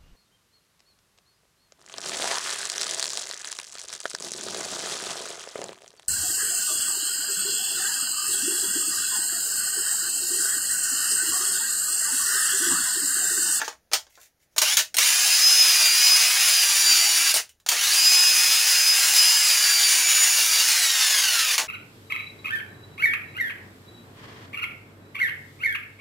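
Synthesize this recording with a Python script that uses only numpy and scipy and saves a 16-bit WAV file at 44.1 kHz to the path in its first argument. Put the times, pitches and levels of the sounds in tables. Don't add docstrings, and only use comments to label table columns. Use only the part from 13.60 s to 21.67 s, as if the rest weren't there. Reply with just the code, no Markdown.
import sys
import numpy as np
from scipy import signal
from scipy.fft import rfft, irfft
from scipy.io import wavfile
from scipy.ndimage import uniform_filter1d

SR = 44100
rng = np.random.default_rng(int(sys.argv[2]) if len(sys.argv) > 2 else 0)


def bounce(signal):
    frames = np.transpose(np.atleast_2d(signal))
    limited = np.clip(frames, -1, 1)
    pcm = np.round(limited * 32767).astype(np.int16)
    wavfile.write(sys.argv[1], SR, pcm)


N = 356019
FULL_HZ = 360


def undb(db):
    return 10 ** (np.asarray(db) / 20)


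def unit(x):
    return x / np.sqrt(np.mean(x ** 2))


def curve(table):
    seconds, values = np.transpose(table)
    return np.interp(np.arange(N) / SR, seconds, values)


def walk(rate):
    hold = max(int(SR / rate), 2)
    steps = np.repeat(rng.standard_normal(N // hold + 1), hold)
    return unit(uniform_filter1d(steps, hold)[:N])


def through(x, response):
    return signal.fftconvolve(x, response)[:N]


def body(points, modes=(), size=2048):
    f = np.maximum(np.fft.rfftfreq(size, 1 / SR), 1)
    hz, db = np.transpose(points)
    outline = undb(np.interp(np.log(f), np.log(hz), db))
    peaks = sum(undb(d) / (1 + (2 * (f - centre) / width) ** 2) for centre, width, d in modes)
    cepstrum = irfft(np.log(outline * (1 + peaks)))
    cepstrum[1:size // 2] *= 2
    cepstrum[size // 2 + 1:] = 0
    response = irfft(np.exp(rfft(cepstrum)))
    return response / np.sqrt(np.sum(response ** 2))


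def partials(turns, orders, flutter_db):
    return sum(np.sqrt(2) * undb(db + flutter_db * walk(35))
               * np.sin(2 * np.pi * (order * turns + rng.random())) for order, db in orders)


# frequency in Hz, relative level in dB.
AIR_COLOUR = [(25, -17), (65, -10), (130, -1), (300, -8), (650, -6), (1100, -16.5), (1650, -11),
              (3000, -19.5), (6800, -16.5), (7800, -30.5), (10000, -18), (15500, -23)]
RUMBLE_COLOUR = [(25, -14.5), (45, -9), (65, 3), (90, -11), (200, -28.5), (600, -62)]
# time in seconds, level in dB.
RUMBLE_LEVEL = [(0, -75), (1.1, -75.5), (1.7, -91), (2.8, -91), (4.1, -73), (4.8, -89), (5.8, -92),
                (6.4, -72), (7.2, -65), (8, -74)]

def room_tone(air_db=-71, air_swell_db=2.0, rumble_swell_db=3):
    rumble_db = curve(RUMBLE_LEVEL) + rumble_swell_db * walk(3.7)
    air = undb(air_db + air_swell_db * walk(2.8)) * through(rng.standard_normal(N), body(AIR_COLOUR))
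    return air + undb(rumble_db) * through(rng.standard_normal(N), body(RUMBLE_COLOUR, size=8192))


# start in seconds, relative level in dB,
# low knock and bright edge in dB against that level, chatter decay in seconds.
CLACKS = [(0.001, -32, -5, -11, 0.016), (0.016, -29, 11.5, -8, 0.0032), (0.045, -34.5, -26, -8, 0.016),
          (0.079, -25, -0.5, -13, 0.0043), (0.127, -47, 3, -4, 0.0032), (0.3154, -28, -4, -14, 0.0025),
          (0.324, -31, -4, -8, 0.0048), (0.3335, -6.5, -14, -4, 0.0022), (0.341, -20, -8.5, -12, 0.01),
          (0.467, -50, 0, -14, 0.0039), (0.554, -47, -16, -10, .003), (0.575, -58.5, 13.5, -13, 0.0059),
          (0.963, -34, -3.5, -2, 0.014), (0.981, -10, -19, -5, 0.0045), (1.017, -13, -13.5, -2.5, 0.0083),
          (1.17, -9, -24.5, -2.5, 0.0044), (1.189, -16, -21, -6, 0.013), (1.343, -25.5, -4.5, -2.5, 0.0066),
          (1.368, -16, -22, 0.5, 0.0047), (1.385, -12, -17, -3, 0.0054), (3.741, -19.5, -9, 6.5, 0.0031),
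          (3.759, -32, 1.5, 10, 0.013), (3.8, -41, -14, -8, .004), (3.892, -46, -29, -2, 0.0059),
          (4.000, -55, -4, -2.5, 0.0038), (4.063, -23.5, -9, -6, .004), (4.088, -12.5, -21.5, -3.5, 0.0063),
          (4.116, -21, -7.5, -4, 0.021), (7.980, -14, -15, -6, 0.005), (7.990, -31, 1.5, -15, 0.027)]
# frequency in Hz, relative level in dB.
KNOCK_COLOUR = [(100, -31.5), (200, -23.5), (280, -6.5), (450, -6.5), (640, 2), (850, 0.5), (1100, 0),
                (1800, 5), (5000, -46.5)]
CLACK_COLOUR = [(300, -38.5), (900, -13.5), (1550, -7.5), (2200, -3), (3300, 1), (4100, -1), (5000, 0),
                (7000, 2.5), (8000, -12), (15000, -29)]
EDGE_COLOUR = [(3000, -47), (7000, -16), (8500, 1), (10000, -4.5), (12000, -6), (16000, -6.5)]
# frequency in Hz, width in Hz, strength in dB.
SHELL_MODES = [(463, 25, 8), (628, 25, 6.5), (875, 50, 3), (1080, 35, 2.5)]

def clacks(gain_db=2):
    t = np.arange(N) / SR
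    forces = np.zeros((3, N))
    for start_s, db, knock_db, edge_db, decay_s in CLACKS:
        start = int(start_s * SR)
        span = min(SR // 4, N - start)
        gains = undb(db + np.array([[knock_db], [0], [edge_db]]))
        forces[:, start:start + span] += gains * np.exp(-t[:span] / decay_s)
    voices = body(KNOCK_COLOUR, SHELL_MODES), body(CLACK_COLOUR), body(EDGE_COLOUR)
    layers = (through(force * rng.standard_normal(N), voice) for force, voice in zip(forces, voices))
    return undb(gain_db) * sum(layers)


def workshop(dry, t60_low=0.16, t60_high=0.15, wet_db=0, changes=130):
    t = np.arange(SR // 3) / SR
    hop = N // changes + 1
    fade = np.sin(np.pi * (np.arange(2 * hop) + .5) / (2 * hop))
    padded = np.pad(dry, (hop, 3 * hop))
    wet = np.zeros(len(padded) + len(t))
    low, high = (signal.butter(2, 7000, kind, fs=SR, output="sos") for kind in ("low", "high"))
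    for start in range(0, N + hop, hop):
        tail = sum(signal.sosfilt(sos, rng.standard_normal(len(t))) * np.exp(-np.log(1000) * t / t60)
                   for sos, t60 in ((low, t60_low), (high, t60_high)))
        tail /= np.sqrt(np.sum(tail ** 2))
        scatter = signal.fftconvolve(padded[start:start + 2 * hop] * fade, tail)
        wet[start:start + len(scatter)] += scatter
    return (dry + undb(wet_db) * wet[hop:hop + N]) / np.hypot(1, undb(wet_db))


# middle in seconds, half length in seconds, level in dB.
RUBS = [(0.532, .035, -59), (0.626, 0.042, -52), (0.827, 0.027, -64), (0.93, 0.018, -67)]
# frequency in Hz, relative level in dB.
RUB_COLOUR = [(200, -13), (700, 0), (1100, -10), (1900, 6), (3800, 0), (6800, 6), (8200, 0), (15500, -1)]

def grip(grain_db=3):
    t = np.arange(N) / SR
    slide = sum(undb(db) * np.exp(-((t - middle) / half) ** 2) for middle, half, db in RUBS)
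    slips = unit(rng.standard_normal(N) * undb(grain_db * walk(220)))
    return through(slips * slide, body(RUB_COLOUR))


# when the motor starts, the gears engage and the brake bites, then spin-up time
# and braking time, all in seconds, and last the relative force on the gears in dB.
PULLS = [(0.966, 1.013, 1.169, 0.089, .05, -20.5), (1.340, 1.379, 3.740, 0.1, .075, -20.1),
         (4.054, 4.085, 7.980, .255, .075, -20)]
# time in seconds, turns per second.
BLIP_SPEED = [(1.05, 215), (1.15, 258)]
FIRST_RUN_SPEED = [(1.5, 347), (1.64, 358.5), (1.8, 362.7), (2.06, 362.5), (2.29, 338.5), (2.46, 358),
                   (2.88, 362), (3.08, 341.5), (3.5, 331)]
LAST_RUN_SPEED = [(4.4, 363), (5.3, 359.2), (5.8, 359.7), (6.05, 337.5), (6.35, 330.8), (6.83, 330.2),
                  (6.95, 341), (7.28, 272), (7.5, 248.5), (7.95, 163)]

def motor(knee=5, coast_s=0.022, coast_db=-15):
    t = np.arange(N) / SR
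    hz, load = np.zeros(N), np.zeros(N)
    speeds = BLIP_SPEED, FIRST_RUN_SPEED, LAST_RUN_SPEED
    for (start, engage, brake, rise_s, brake_s, db), asked in zip(PULLS, speeds):
        ramp = np.clip((t - start) / rise_s, 0, 20)
        spin_up = ramp / (1 + ramp ** knee) ** (1 / knee)
        braking = np.clip(1 - (t - brake) / brake_s, 0, 1)
        hz += curve(asked) * spin_up * braking
        coasting = (t > brake - coast_s) & (t < brake)
        load += undb(db + coast_db * coasting) * (t > engage) * (braking > 0)
    return hz, uniform_filter1d(load, size=200)


# frequency in Hz, relative level in dB.
KICK_COLOUR = [(25, -7), (65, 3), (120, -1), (220, -5), (500, -23), (2000, -59)]

def kick(hz, level_db=-63.5):
    acceleration = np.abs(np.gradient(hz)) * SR / FULL_HZ / 10
    torque = uniform_filter1d(acceleration, size=3000)
    return undb(level_db) * torque * through(rng.standard_normal(N), body(KICK_COLOUR, size=4096))


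# time in seconds, relative level in dB.
FIRST_RUN_WHINE = [(1.64, -30.5), (1.8, -20.5), (2, -17), (2.16, -25.5), (2.23, -21.5), (2.37, -25.5),
                   (2.52, -16), (2.7, -30.5), (2.98, -23), (3.16, -29), (3.3, -20.5), (3.52, -29.5)]
LAST_RUN_WHINE = [(4.24, -32), (4.35, -24.5), (4.48, -17), (4.78, -23), (5.13, -26), (5.28, -18.5),
                  (5.5, -30), (5.6, -19), (5.8, -25), (6.24, -24), (6.5, -36), (6.86, -34.5), (6.95, -25),
                  (7.1, -34)]
# multiple of the shaft speed, relative level in dB.
LOW_ORDERS = [(3, -58), (5, -64), (7, -35.5)]
UPPER_ORDERS = [(21, -36.5), (28, -47), (42, -53)]
GEAR_ORDERS = [(17, -36.5), (19, -50), (34, -50)]
# time in seconds, gain in dB.
LOW_BEAM = [(1.62, 2.5), (1.8, -14), (2.15, 4), (2.6, 3.5), (2.9, -2.5), (4.35, -3), (4.55, 5), (5.05, 1.5),
            (5.65, -5), (6.6, 4), (6.85, -6), (7.25, 2.5), (7.8, 1.5)]
UPPER_BEAM = [(1.5, 6.5), (2.05, -10), (2.27, 5), (2.7, -13), (3.3, 12), (3.7, 4), (4.3, 0), (4.5, 10),
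              (4.75, -5), (5.5, 4.5), (6.4, 8.5), (6.62, 18), (6.85, 1), (7.2, 4), (7.5, 10.5)]
GEAR_BEAM = [(1.5, -12), (1.85, 11.5), (2.25, 1), (2.48, 6), (2.8, -11), (3.1, 6), (4.3, -3), (4.55, 7),
             (5, -3), (6.5, -2), (7.17, 6), (7.4, 3)]

def whine(angle, octaves, main_order=14, db_per_octave=8):
    main_beam = undb(curve(FIRST_RUN_WHINE + LAST_RUN_WHINE))
    main = main_beam * partials(angle, [(main_order, 0)], flutter_db=2.0)
    families = (LOW_BEAM, LOW_ORDERS), (UPPER_BEAM, UPPER_ORDERS), (GEAR_BEAM, GEAR_ORDERS)
    others = sum(undb(curve(beam)) * partials(angle, orders, flutter_db=1.76)
                 for beam, orders in families)
    return undb(db_per_octave * octaves) * (main + others)


# time in seconds, relative level in dB.
HUM_LEVEL = [(1.6, -63), (1.85, -57.5), (2.35, -55), (2.55, -79), (2.9, -69), (3.25, -54), (4.95, -56.5),
             (5.24, -83), (5.47, -62), (5.85, -67), (6.2, -55.5), (7.1, -56.5), (7.4, -64)]

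def rotor_hum(angle, octaves, db_per_octave=22):
    level = undb(curve(HUM_LEVEL) + db_per_octave * octaves)
    return level * partials(angle, [(1, 0.0064)], flutter_db=2.3)


# frequency in Hz, relative level in dB.
HOUSING_COLOUR = [(120, -59), (250, -42.5), (420, -21.5), (560, -19), (730, -11), (1050, -10), (1550, -3.5),
                  (2250, -0.5), (3300, -2), (5200, 1.5), (7200, 0.5), (7800, -6.5), (11500, -9.5),
                  (15500, -8.5)]
# frequency in Hz, width in Hz, strength in dB.
CASE_MODES = [(1643, 70, -6), (2837, 230, -0.5), (6240, 200, -13), (9850, 1000, 6.5)]

def gear_rattle(turns, hz, scatter_db=5.5, hiss_db=-5, wobble_db=2, slow_hz=230, unrest_db=1.0,
                wear_share=.3, teeth_per_turn=14, teeth_per_chuck_turn=147):
    teeth = np.arange(int(turns[-1] * teeth_per_turn))
    wear = rng.standard_normal((teeth_per_chuck_turn, 3))[teeth % teeth_per_chuck_turn]
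    chance = rng.standard_normal((len(teeth), 3))
    timing, side, strength = (np.sqrt(wear_share) * wear + np.sqrt(1 - wear_share) * chance).T
    at = np.searchsorted(turns, (teeth + .3 * timing) / teeth_per_turn).clip(0, N - 1)
    strikes = np.bincount(at, np.sign(side) * undb(scatter_db * np.minimum(strength, 2)), N)
    strikes = unit(strikes / np.sqrt(np.maximum(hz, 100)))
    force = unit(strikes + undb(hiss_db) * rng.standard_normal(N))
    carrier = np.sin(2 * np.pi * (turns / 4.7 + 0.17 * walk(25)))
    depth = np.minimum(slow_hz / np.maximum(hz, 1), 1) ** 2
    force *= undb(wobble_db * depth * carrier + unrest_db * walk(45))
    return through(force, body(HOUSING_COLOUR, CASE_MODES))


def brighten(rattle, octaves, treble_db=1.36, db_per_octave=2.5):
    treble = signal.sosfilt(signal.butter(1, 7500, "high", fs=SR, output="sos"), rattle)
    return rattle + (undb(treble_db + db_per_octave * octaves) - 1) * treble


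# multiple of the shaft speed, relative level in dB.
BUZZ_ORDERS = [(2, -37), (4, -27.5), (5, -28), (15, -18), (18, -31), (20, -30), (22, -35), (27, -20),
               (35, -34)]

def buzz(angle, pace):
    return pace ** 2 * partials(angle, BUZZ_ORDERS, flutter_db=1.0)


# multiple of the shaft speed, relative level in dB.
GROWL_ORDERS = [(3, -25.5), (7, -15.5), (14, -4), (28, -4)]

def growl(angle, pace, slack):
    return slack * pace * partials(angle, GROWL_ORDERS, flutter_db=0.5)


def drill(hz, load, rattle_db_per_octave=4, backlash_db=2, slack_turns=0.022, shake_db=3,
          chuck_ratio=10.5, throb_db=1.0):
    pace = np.clip(hz / FULL_HZ, .01, 1)
    octaves, slack = np.log2(pace), 1 - pace ** 2
    turns = np.cumsum(np.maximum(hz, 1) * (1 + .001 * walk(40) + .002 * walk(400))) / SR
    force = load * undb(rattle_db_per_octave * octaves + backlash_db * slack)
    rattle = brighten(gear_rattle(turns, hz), octaves)
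    angle = turns + slack_turns * slack ** 2 * walk(250)
    shake = undb(shake_db * slack * walk(150))
    buzzing = force * buzz(angle, pace)
    gear_noise = force * (rattle + shake * growl(angle, pace, slack))
    throb = undb(throb_db * np.sin(2 * np.pi * turns / chuck_ratio))
    tones = (whine(angle, octaves) + rotor_hum(angle, octaves)) * shake * throb * load / load.max()
    return gear_noise, tones + buzzing


def scene():
    hz, load = motor()
    gear_noise, tones = drill(hz, load)
    mono = workshop(gear_noise + clacks() + grip()) + tones + room_tone() + kick(hz)
    return np.array([mono, mono])


def record(dry):
    low_pass = signal.ellip(10, .2, 70, 15750, fs=SR, output="sos")
    return signal.sosfilt(low_pass, np.tanh(0.85 * dry) / 0.86)


dry = scene()
out = record(dry)
bounce(out)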